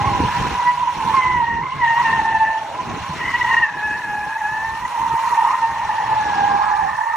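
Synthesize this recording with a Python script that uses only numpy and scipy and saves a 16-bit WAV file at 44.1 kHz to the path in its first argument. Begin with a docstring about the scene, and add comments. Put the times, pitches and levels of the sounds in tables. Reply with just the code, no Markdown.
"""A car skids past

A car slides sideways across an open asphalt lot, past a hand-held phone. One tyre sticks
and slips so fast that it squeals, while the others howl more loosely around it. Rubber
hisses over grit, the engine drones faintly above a low rumble, and gusts hit the microphones."""
import sys
import numpy as np
from scipy import signal
from scipy.fft import next_fast_len
from scipy.io import wavfile
from scipy.ndimage import uniform_filter1d

SR = 44100
rng = np.random.default_rng(int(sys.argv[2]) if len(sys.argv) > 2 else 0)


def file_out(sig):
    """Save sig as 16-bit WAV at sys.argv[1]."""
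    # one column per channel
    cols = np.atleast_2d(sig).T
    # limit, then scale
    lim = np.clip(cols, -1, 1)
    pcm = np.round(lim * 32767).astype(np.int16)
    wavfile.write(sys.argv[1], SR, pcm)


N = 315756

# Where the car is heard; it seems wider when it is near:
# (time [s], left minus right [dB], left's head start [radians], width [0-1])
CAR_POSITION = [(0, -3, -0.68, 0), (.7, -2.5, -0.65, 0.3), (1.15, -4.5, -0.56, 0.25),
                (1.6, -3, -0.87, 0.05), (2.3, -0.5, -0.53, 0.1), (3, -3.5, -0.58, 0.23),
                (3.5, -1.3, -0.48, 0.25), (4.5, -1, -0.38, 0.39), (5, -3.5, -0.75, 0.36),
                (5.6, -2, -0.45, 0.72), (6.2, -1, -1.02, 0.38), (6.8, -6.5, -1.36, 0.98),
                (7.16, -5.5, -1.1, 0.85)]


def amp(db):
    """Turn decibels into a gain."""
    return 10 ** (np.asarray(db) / 20)


def unit_power(x):
    """Scale a signal to an average power of 1."""
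    return x / np.sqrt(np.mean(abs(x) ** 2) + 1e-20)


def curves(rows, t):
    """Read a table's columns at times t, gliding from row to row."""
    times, *columns = np.transpose(rows)
    return [np.interp(t, times, column) for column in columns]


def at_pitch(points, hz):
    """Read a (frequency, value) table, gliding on a log-frequency scale."""
    freqs, values = np.transpose(points)
    return np.interp(np.log(hz + 1), np.log(freqs + 1), values)


def wander(width_hz, low_hz):
    """A random complex wobble, mostly slower than width_hz and thinned out below low_hz."""
    step = 16  # samples between drawn points
    hz = abs(np.fft.fftfreq(next_fast_len(N // step + 2), step / SR))
    real, imag = rng.standard_normal((2, len(hz)))
    shape = (hz / (hz + low_hz)) / (1 + (hz / width_hz) ** 2)
    coarse = np.fft.ifft((real + 1j * imag) * shape)
    return unit_power(np.interp(np.arange(N) / step, np.arange(len(hz)), coarse))


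def tremble(depth, width_hz, low_hz):
    """A gain that is steady at depth 0 and all wobble at depth 1."""
    return np.sqrt(1 - depth ** 2) + depth * wander(width_hz, low_hz)


def oscillator(hz):
    """A complex tone that follows a changing pitch."""
    return np.exp(2j * np.pi * np.cumsum(hz) / SR)


def stereo(tone, pan_db, lead):
    """Send a complex tone to two microphones, the left pan_db louder and lead radians ahead."""
    half = amp(pan_db / 2) * np.exp(.5j * lead)
    return np.sqrt(2) * np.array([tone * half, tone / half]).real


def shaped_noise(level_db, likeness, size, patchy_db, flicker_db):
    """Patchy, flickering noise that follows level_db(hz, t); likeness(hz) ties left to right."""
    hop = size // 4
    hz = np.fft.rfftfreq(size, 1 / SR)[:, None]
    t = np.arange(N // hop + 5) * hop / SR
    real, imag, other_real, other_imag, patches = rng.standard_normal((len(t), len(hz), 5)).T
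    patches = unit_power(uniform_filter1d(uniform_filter1d(patches, 10, axis=0), 8, axis=1))
    same = np.clip(likeness(hz), 0, 1)
    left = real + 1j * imag
    right = same * left + np.sqrt(1 - same ** 2) * (other_real + 1j * other_imag)
    gain = amp(level_db(hz, t) + patchy_db * patches + flicker_db * rng.standard_normal(len(t)))
    _, noise = signal.istft(np.array([left, right]) * gain, nperseg=size, noverlap=size - hop)
    return noise[:, :N] / np.sqrt(size)


def rumble():
    """Rolling tyres, exhaust and far traffic blend into a low wash that swells as the car passes."""
    # Tone colour of the wash: (frequency [Hz], level [dB])
    colour = [(40, -26.5), (120, -25.5), (300, -32), (500, -34), (700, -28.5), (1000, -51.5), (1600, -110)]
    # Its rise and fall: (time [s], gain [dB])
    swell = [(0, 16), (.8, 4), (2.9, 9), (3.6, -3), (4.5, -3.5), (5.3, 2.5), (6.3, 13), (6.7, 5), (7, -2),
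             (7.16, -32)]

    def level_db(hz, t):
        return at_pitch(colour, hz) + curves(swell, t)[0]
    return shaped_noise(level_db, lambda hz: .6, size=1024, patchy_db=3.5, flicker_db=1.5)


def wind():
    """Gusts buffet the microphones with low, lumpy noise, a little different in each."""
    # Gusts of air: (start [s], end [s], gain [dB], extra deep bass [dB])
    gusts = [(0, .17, 11, 6.5), (0.195, 0.263, 14.5, 5.5), (0.368, 0.539, 11, 6), (0.972, 1.18, 8.5, -4.5),
             (1.247, 1.42, 6.5, 0.5), (1.483, 1.653, 6.5, -1.5), (1.752, 1.8, 2.5, 6),
             (2.042, 2.337, 7, -2), (2.82, 2.974, 7, -2), (3.14, 3.293, 5.5, 0), (3.321, 3.599, -0.5, 5),
             (3.732, 4.272, 2, -6.5), (4.442, 4.724, -7, 8.5), (4.812, 4.847, -3, 10), (5.003, 5.14, 2, 0),
             (6.379, 6.561, 8.5, -10), (6.65, 6.926, -4.5, 7)]
    # Tone colour of the buffeting: (frequency [Hz], level [dB])
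    colour = [(20, -16.5), (45, -25.5), (75, -14), (150, -18.5), (310, -21.5), (460, -23), (560, -39),
              (900, -42), (1500, -110)]
    rise_db_per_s, fall_db_per_s, bass_hz = 520, 420, 100

    def level_db(hz, t):
        power = 0
        for start, end, db, bass_db in gusts:
            fade_db = rise_db_per_s * np.maximum(start - t, 0) + fall_db_per_s * np.maximum(t - end, 0)
            power += amp(db + bass_db / (1 + (hz / bass_hz) ** 4) - fade_db) ** 2
        return at_pitch(colour, hz) + 10 * np.log10(power + 1e-6)
    return shaped_noise(level_db, lambda hz: .88 - .2 * np.minimum(hz / 300, 1),
                        size=512, patchy_db=2.5, flicker_db=2.5)


def puffs(t):
    """Pockets of air hit both microphones: blunt pushes that ring for a cycle or two."""
    # Single hard puffs: (time [s], strength [dB], pitch [Hz])
    hits = [(.203, -14, 294), (0.236, -19, 203), (2.939, -24.5, 170.4), (3.094, -25, 173.6),
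            (3.105, -26, 140.5)]
    decay_cycles, out = 1.1, 0
    for start, db, hz in hits:
        cycles = np.maximum(t - start, 0) * hz
        out += 2 * amp(db) * np.sin(2 * np.pi * cycles) * np.exp(-cycles / decay_cycles)
    return out


def engine(t):
    """The cylinders fire in quick turns, making a low, unsteady tone."""
    # The engine's drone: (time [s], firing rate [Hz], level [dB])
    drone = [(0, 161.7, -55), (.6, 159.1, -35), (1, 139.8, -57.5), (1.8, 139.6, -39), (2.5, 119.6, -59),
             (5.7, 109.7, -65), (6.15, 114, -41), (6.4, 108.8, -65), (7.16, 100.4, -58)]
    hz, db = curves(drone, t)
    tone = amp(db) * tremble(.8, width_hz=10, low_hz=.6) * oscillator(hz)
    return stereo(tone, pan_db=.1, lead=-.3)


def echoes(sound):
    """Buildings and parked cars send back scattered echoes that die within half a second."""
    t = np.arange(SR // 2) / SR
    taps = rng.choice([-1., 1.], (2, len(t))) * (rng.random((2, len(t))) < .03)
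    taps *= amp(-60 * t / .5) * (t > .012)
    return signal.fftconvolve(sound.mean(0)[None], taps / np.linalg.norm(taps[0]), axes=1)[:, :N]


def scrub():
    """Rubber drags over rough asphalt and makes a wide hiss of changing brightness."""
    # Course of the hiss: (time [s], gain [dB], treble tilt [dB per octave])
    drag = [(0, -3.5, -0.5), (.4, 0, 0.5), (.88, -7.5, 0.5), (1.11, -1.5, 2), (1.6, -13.5, -3),
            (2.03, -3, 0), (2.5, -10, 1), (2.91, -7, -1.5), (3.1, -5, 0.5), (3.55, -3, 1.5),
            (3.67, -11, -2), (3.85, -9, 4), (4.27, -11.5, 6.5), (4.85, -8.5, 5), (5.3, -4.5, 6),
            (5.66, -7, 2.5), (6.45, -2.5, -4), (6.84, -7.5, 1), (7.16, -11.5, 5)]
    # Tone colour of rubber on grit: (frequency [Hz], level [dB])
    colour = [(300, -22.5), (700, -18.5), (1300, -11.5), (2200, -12.5), (2800, -9.5), (3200, -15.5),
              (4300, -19.5), (4850, -29), (5600, -24), (6500, -28.5), (8000, -37), (11000, -42.5),
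              (14500, -51)]
    # How alike left and right sound: (frequency [Hz], likeness [0-1])
    likeness = [(300, 0.04), (1100, 0.57), (1450, 1), (2300, 1), (2900, 0.03), (4500, 0), (5500, 0.35),
                (9000, 0.61), (14000, 0.6)]
    dull_hz, dull_octaves, far_db, near_db = 2960, .45, -3.5, -8.5

    def level_db(hz, t):
        db, tilt = curves(drag, t)
        treble_db = tilt * np.clip(np.log2((hz + 50) / 5000), 0, 1.2)
        # one band dulls further when the car body is close
        dull_db = far_db + (near_db - far_db) * curves(CAR_POSITION, t)[2]
        band = np.exp(-.5 * (np.log2((hz + 50) / dull_hz) / dull_octaves) ** 2)
        return at_pitch(colour, hz) + db + treble_db + dull_db * band
    return shaped_noise(level_db, lambda hz: at_pitch(likeness, hz),
                        size=512, patchy_db=2.1, flicker_db=1.2)


def howl(t):
    """The other tyres never settle on one slip rate: breathy, roving whistles with weak octaves."""
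    # Two tyres: (time [s], lower pitch [Hz], its level [dB], upper pitch [Hz], its level [dB])
    tyre_pair = [(0, 820, -25, 1049, -26), (.07, 829, -20.5, 1039, -18), (.2, 830, -32, 1020, -32.5),
                 (.55, 811, -34, 1027, -29.5), (.86, 846, -38, 1030, -48), (1.0, 896, -25, 1020, -28),
                 (1.14, 875, -25, 1094, -32), (1.5, 871, -39.5, 1048, -41), (1.95, 852, -39.5, 1039, -36),
                 (2.0, 856, -30.5, 1060, -26), (2.13, 836, -38, 1050, -23),
                 (2.2, 848.3, -21.5, 1041, -34.5), (2.45, 843, -45, 1031, -33.5),
                 (2.7, 846, -36.5, 1015, -41.5), (2.9, 817.5, -33, 1032, -33.5),
                 (3.3, 859.5, -39, 1031, -31.5), (3.53, 889, -28, 1026, -25),
                 (3.77, 859, -34.5, 963.6, -31.5), (4.13, 865, -40, 961.4, -36),
                 (4.4, 876, -26.5, 978, -36), (4.79, 849.5, -35.5, 1000, -31.5),
                 (5.34, 860.7, -34.5, 991, -22), (5.44, 861, -24, 1018, -23), (5.52, 858, -33, 1029, -17.5),
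                 (5.62, 856.6, -35, 1038, -29.5), (5.95, 862.4, -23, 972, -29),
                 (6.3, 884.6, -26, 944.3, -27), (6.5, 888.5, -22, 980, -24), (6.66, 868, -23.5, 1028, -21),
                 (6.85, 843.3, -21.5, 1002, -28), (7.16, 864, -53, 965, -23.5)]
    # A faint, lower tyre whose pitch sags: (time [s], pitch [Hz], level [dB])
    moan = [(1.8, 760, -64), (2.0, 735, -43), (2.75, 650, -43), (3.0, 640, -50)]
    lower_hz, lower_db, upper_hz, upper_db = curves(tyre_pair, t)
    pan_db, lead, width = curves(CAR_POSITION, t)
    rasp_db = upper_db - 32 + 24 * np.minimum(width / .39, 1)  # heard only from close by
    voices = [(lower_hz, lower_db, 28, 24), (upper_hz, upper_db, 30, 38),
              (*curves(moan, t), 25, 15), (1.17 * upper_hz, rasp_db, 60, 70)]
    out = 0
    for hz, db, breath_hz, rove_hz in voices:
        wave = oscillator(hz + rove_hz * wander(width_hz=7.83, low_hz=.937).real)
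        whistle = wander(breath_hz, low_hz=1) * wave
        # a near car fills a wide angle, so its sound shifts between the microphones
        shift = .92 * width * wander(width_hz=31, low_hz=.55)
        out += stereo(amp(db) * whistle, pan_db + 4 * shift.imag, lead + shift.real)
        out += stereo(amp(db - 23) * whistle ** 2, pan_db=.3, lead=.1)
    return out


def looseness(t, snagging):
    """How unsteady the loudest tyre's grip is: 1 when it falters, 0 when it holds, less at its best."""
    # Spells of faltering grip: (start [s], end [s])
    lapses = [(0, .6), (.76, 1.101), (1.6, 1.8), (2.65, 3.76), (4.8, 4.98), (5.25, 5.55), (5.8, 6.1),
              (6.7, 7.0)]
    fade_s = .1
    faltering = sum(np.clip(np.minimum(t - start, end - t) / fade_s + .5, 0, 1) for start, end in lapses)
    firmest = (t > 4.42) & (t < 4.78)
    return np.minimum(faltering + snagging, 1) - .5 * firmest


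def add_chirps(tone, snap, wave):
    """The grip lets go, then bites firmly for a moment; changes tone and snap in place."""
    # Bites of the loudest tyre: (time [s], tone level [dB], octave level [dB], length [s])
    chirps = [(0.346, -19, -36, 0.052), (0.65, -11, -22.5, 0.08), (1.165, -11.5, -28.5, 0.052),
              (1.832, -11.5, -18.5, 0.029), (2.049, -15, -18.5, 0.032), (2.129, -17, -14.5, 0.019),
              (2.346, -12, -20, 0.022), (2.392, -11.5, -23.5, 0.068), (2.786, -21.5, -48, 0.037),
              (3.334, -19.5, -15.5, 0.043), (3.41, -22.5, -14.5, 0.024), (3.444, -19, -18, 0.02),
              (3.508, -30, -16, 0.039), (3.566, -24, -11.5, 0.037), (3.62, -28, -10.5, 0.039),
              (3.827, -30, -20, 0.064), (4.85, -16.5, -25.5, 0.018), (5.192, -20, -52, 0.023),
              (5.325, -14.5, -41, 0.026), (5.368, -11.5, -30, 0.048), (5.449, -10, -31, 0.015),
              (5.611, -13.5, -27.5, 0.066), (5.892, -18.5, -30, 0.016), (6.163, -16.5, -45, 0.038),
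              (6.429, -13.5, -27.5, 0.042)]
    for time, tone_db, octave_db, length in chirps:
        gap = slice(round((time - .016) * SR), round((time + .004) * SR))
        dip = signal.windows.tukey(len(tone[gap]), .5)
        tone[gap] *= 1 - .2 * dip
        snap[gap] *= 1 - .55 * dip
        span = slice(round((time - .004) * SR), round((time - .004 + length) * SR))
        bite = signal.windows.tukey(len(tone[span]), .9)
        tone[span] = (1 - bite) * tone[span] + bite * amp(tone_db) * wave[span]
        snap[span] = (1 - bite) * snap[span] + bite * amp(octave_db)


def squeal(t):
    """The loudest tyre's tread sticks and slips in step; as its grip falters, pitch and level shake."""
    # Course of the squeal: (time [s], slip rate [Hz], tone level [dB], octave level [dB])
    course = [(0, 1000, -37, -43), (.15, 983, -21.5, -46), (.3, 974, -22.5, -64), (.45, 977, -27.5, -67),
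              (.61, 975, -18.5, -39), (.72, 989.4, -22.5, -48), (.9, 978, -18, -46), (.94, 960, -32.5, -59),
              (1.08, 943.6, -24, -72), (1.14, 1072, -14.5, -39), (1.21, 1027, -21, -26.5),
              (1.34, 1001, -18.5, -29.5), (1.42, 939, -16, -34), (1.52, 935, -24, -28.5),
              (1.6, 925, -23, -35.5), (1.64, 1053, -21.5, -38.5), (1.79, 1030, -31.5, -46),
              (1.82, 975, -14.5, -23), (1.87, 922, -18.5, -21), (1.94, 915, -16, -27.5),
              (2.01, 971, -15.5, -27), (2.07, 906.6, -21.5, -23), (2.2, 903.6, -20, -31),
              (2.47, 882, -18.5, -24.5), (2.6, 897, -24, -39.5), (2.66, 878, -27.5, -59),
              (2.78, 996, -33.5, -74), (3.13, 973, -36, -53), (3.21, 959.7, -34, -29.5),
              (3.46, 972, -33.5, -35), (3.52, 922, -21.5, -21), (3.59, 938, -23.5, -23),
              (3.72, 855, -45, -34), (3.88, 842, -27, -27.5), (3.99, 862, -41, -32),
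              (4.06, 836, -36, -31.5), (4.15, 842.4, -22, -31), (4.28, 833, -31.5, -35),
              (4.35, 852, -40, -29.5), (4.43, 838, -33, -30.5), (4.65, 892, -25, -29.5),
              (4.78, 903, -30.5, -39.5), (4.87, 984, -35, -50), (5.0, 913, -20.5, -45),
              (5.4, 929, -21.5, -37), (5.9, 906, -26.5, -38.5), (6.18, 864, -18.5, -35.5),
              (6.3, 839, -23.5, -34), (6.42, 812, -17, -30.5), (6.6, 820.5, -19.5, -35),
              (6.86, 865, -31.5, -34), (7.16, 908, -20, -34)]
    # The grip snags, so the pitch leaps and the level sinks: (time [s], length [s], leap [Hz])
    catches = [(2.02, 0.024, 29.4), (2.216, 0.031, 18.5), (3.994, 0.0295, 81.6), (4.375, .04, 99.8)]
    # The overtone at three times the pitch: (time [s], level against the octave [dB])
    third_levels = [(0, -25), (1.5, -20), (1.85, -19), (2.1, -15), (2.5, -19), (3.25, -16), (4.25, -16.5),
                    (4.7, -22), (5.6, -16), (7.16, -31)]
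    hz, tone_db, octave_db = curves(course, t)
    pan_db, lead, width = curves(CAR_POSITION, t)
    snags = [np.clip(2 - 2 * abs(2 * (t - start) / length - 1), 0, 1) for start, length, _ in catches]
    hz += sum(snag * leap_hz for snag, (_, _, leap_hz) in zip(snags, catches))
    snag_gain = 1 - .7 * sum(snags)
    loose = looseness(t, sum(snags))

    roughness = .47 + .39 * loose
    swing = tremble(roughness, width_hz=32, low_hz=4)
    wave = oscillator(hz + 17 * roughness * wander(width_hz=18, low_hz=3).real)
    tone = amp(tone_db) * snag_gain * swing * wave

    # the snap of each slip sets the strength of the overtones, which waver on their own
    snap = amp(octave_db) * snag_gain * np.sqrt(1.9 + .6 * abs(swing) ** 2)
    raggedness = .45 + .47 * loose
    # brief upward slips leave a ragged fringe 100 Hz above the overtones
    slips = abs(wander(width_hz=9, low_hz=2)) * raggedness
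    fringe = slips * wander(width_hz=70, low_hz=1) * np.exp(2j * np.pi * 100 * t)
    snap = snap * (tremble(raggedness, width_hz=50, low_hz=4) + .6 * fringe)
    snap *= tremble(.55 * width, width_hz=90, low_hz=3)  # smeared when the car is near
    add_chirps(tone, snap, wave)

    octave = snap * wave ** 2
    blur = .9 + .55 * wander(width_hz=80, low_hz=1.1)
    third = amp(curves(third_levels, t)[0]) * snap * wave ** 3 * blur
    return stereo(tone, pan_db, lead) + stereo(octave, .5, .05) + stereo(third, -.4, .87)


def scene():
    """Mix the tyres and their echoes with the scrub, engine, rumble and wind."""
    t = np.arange(N) / SR
    tyres = squeal(t) + howl(t)
    return tyres + amp(-22.5) * echoes(tyres) + scrub() + engine(t) + rumble() + wind() + puffs(t)


def record(dry):
    """The small microphones lose the deepest bass, and the phone cuts the highest treble."""
    lowest_hz, highest_hz = 52, 14800
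    bass_cut = signal.butter(3, lowest_hz, "high", fs=SR, output="sos")
    treble_cut = signal.firwin(1023, highest_hz, window=("kaiser", 9), fs=SR)
    return signal.oaconvolve(signal.sosfilt(bass_cut, dry), treble_cut[None], "same")


dry = scene()
out = record(dry)
file_out(out)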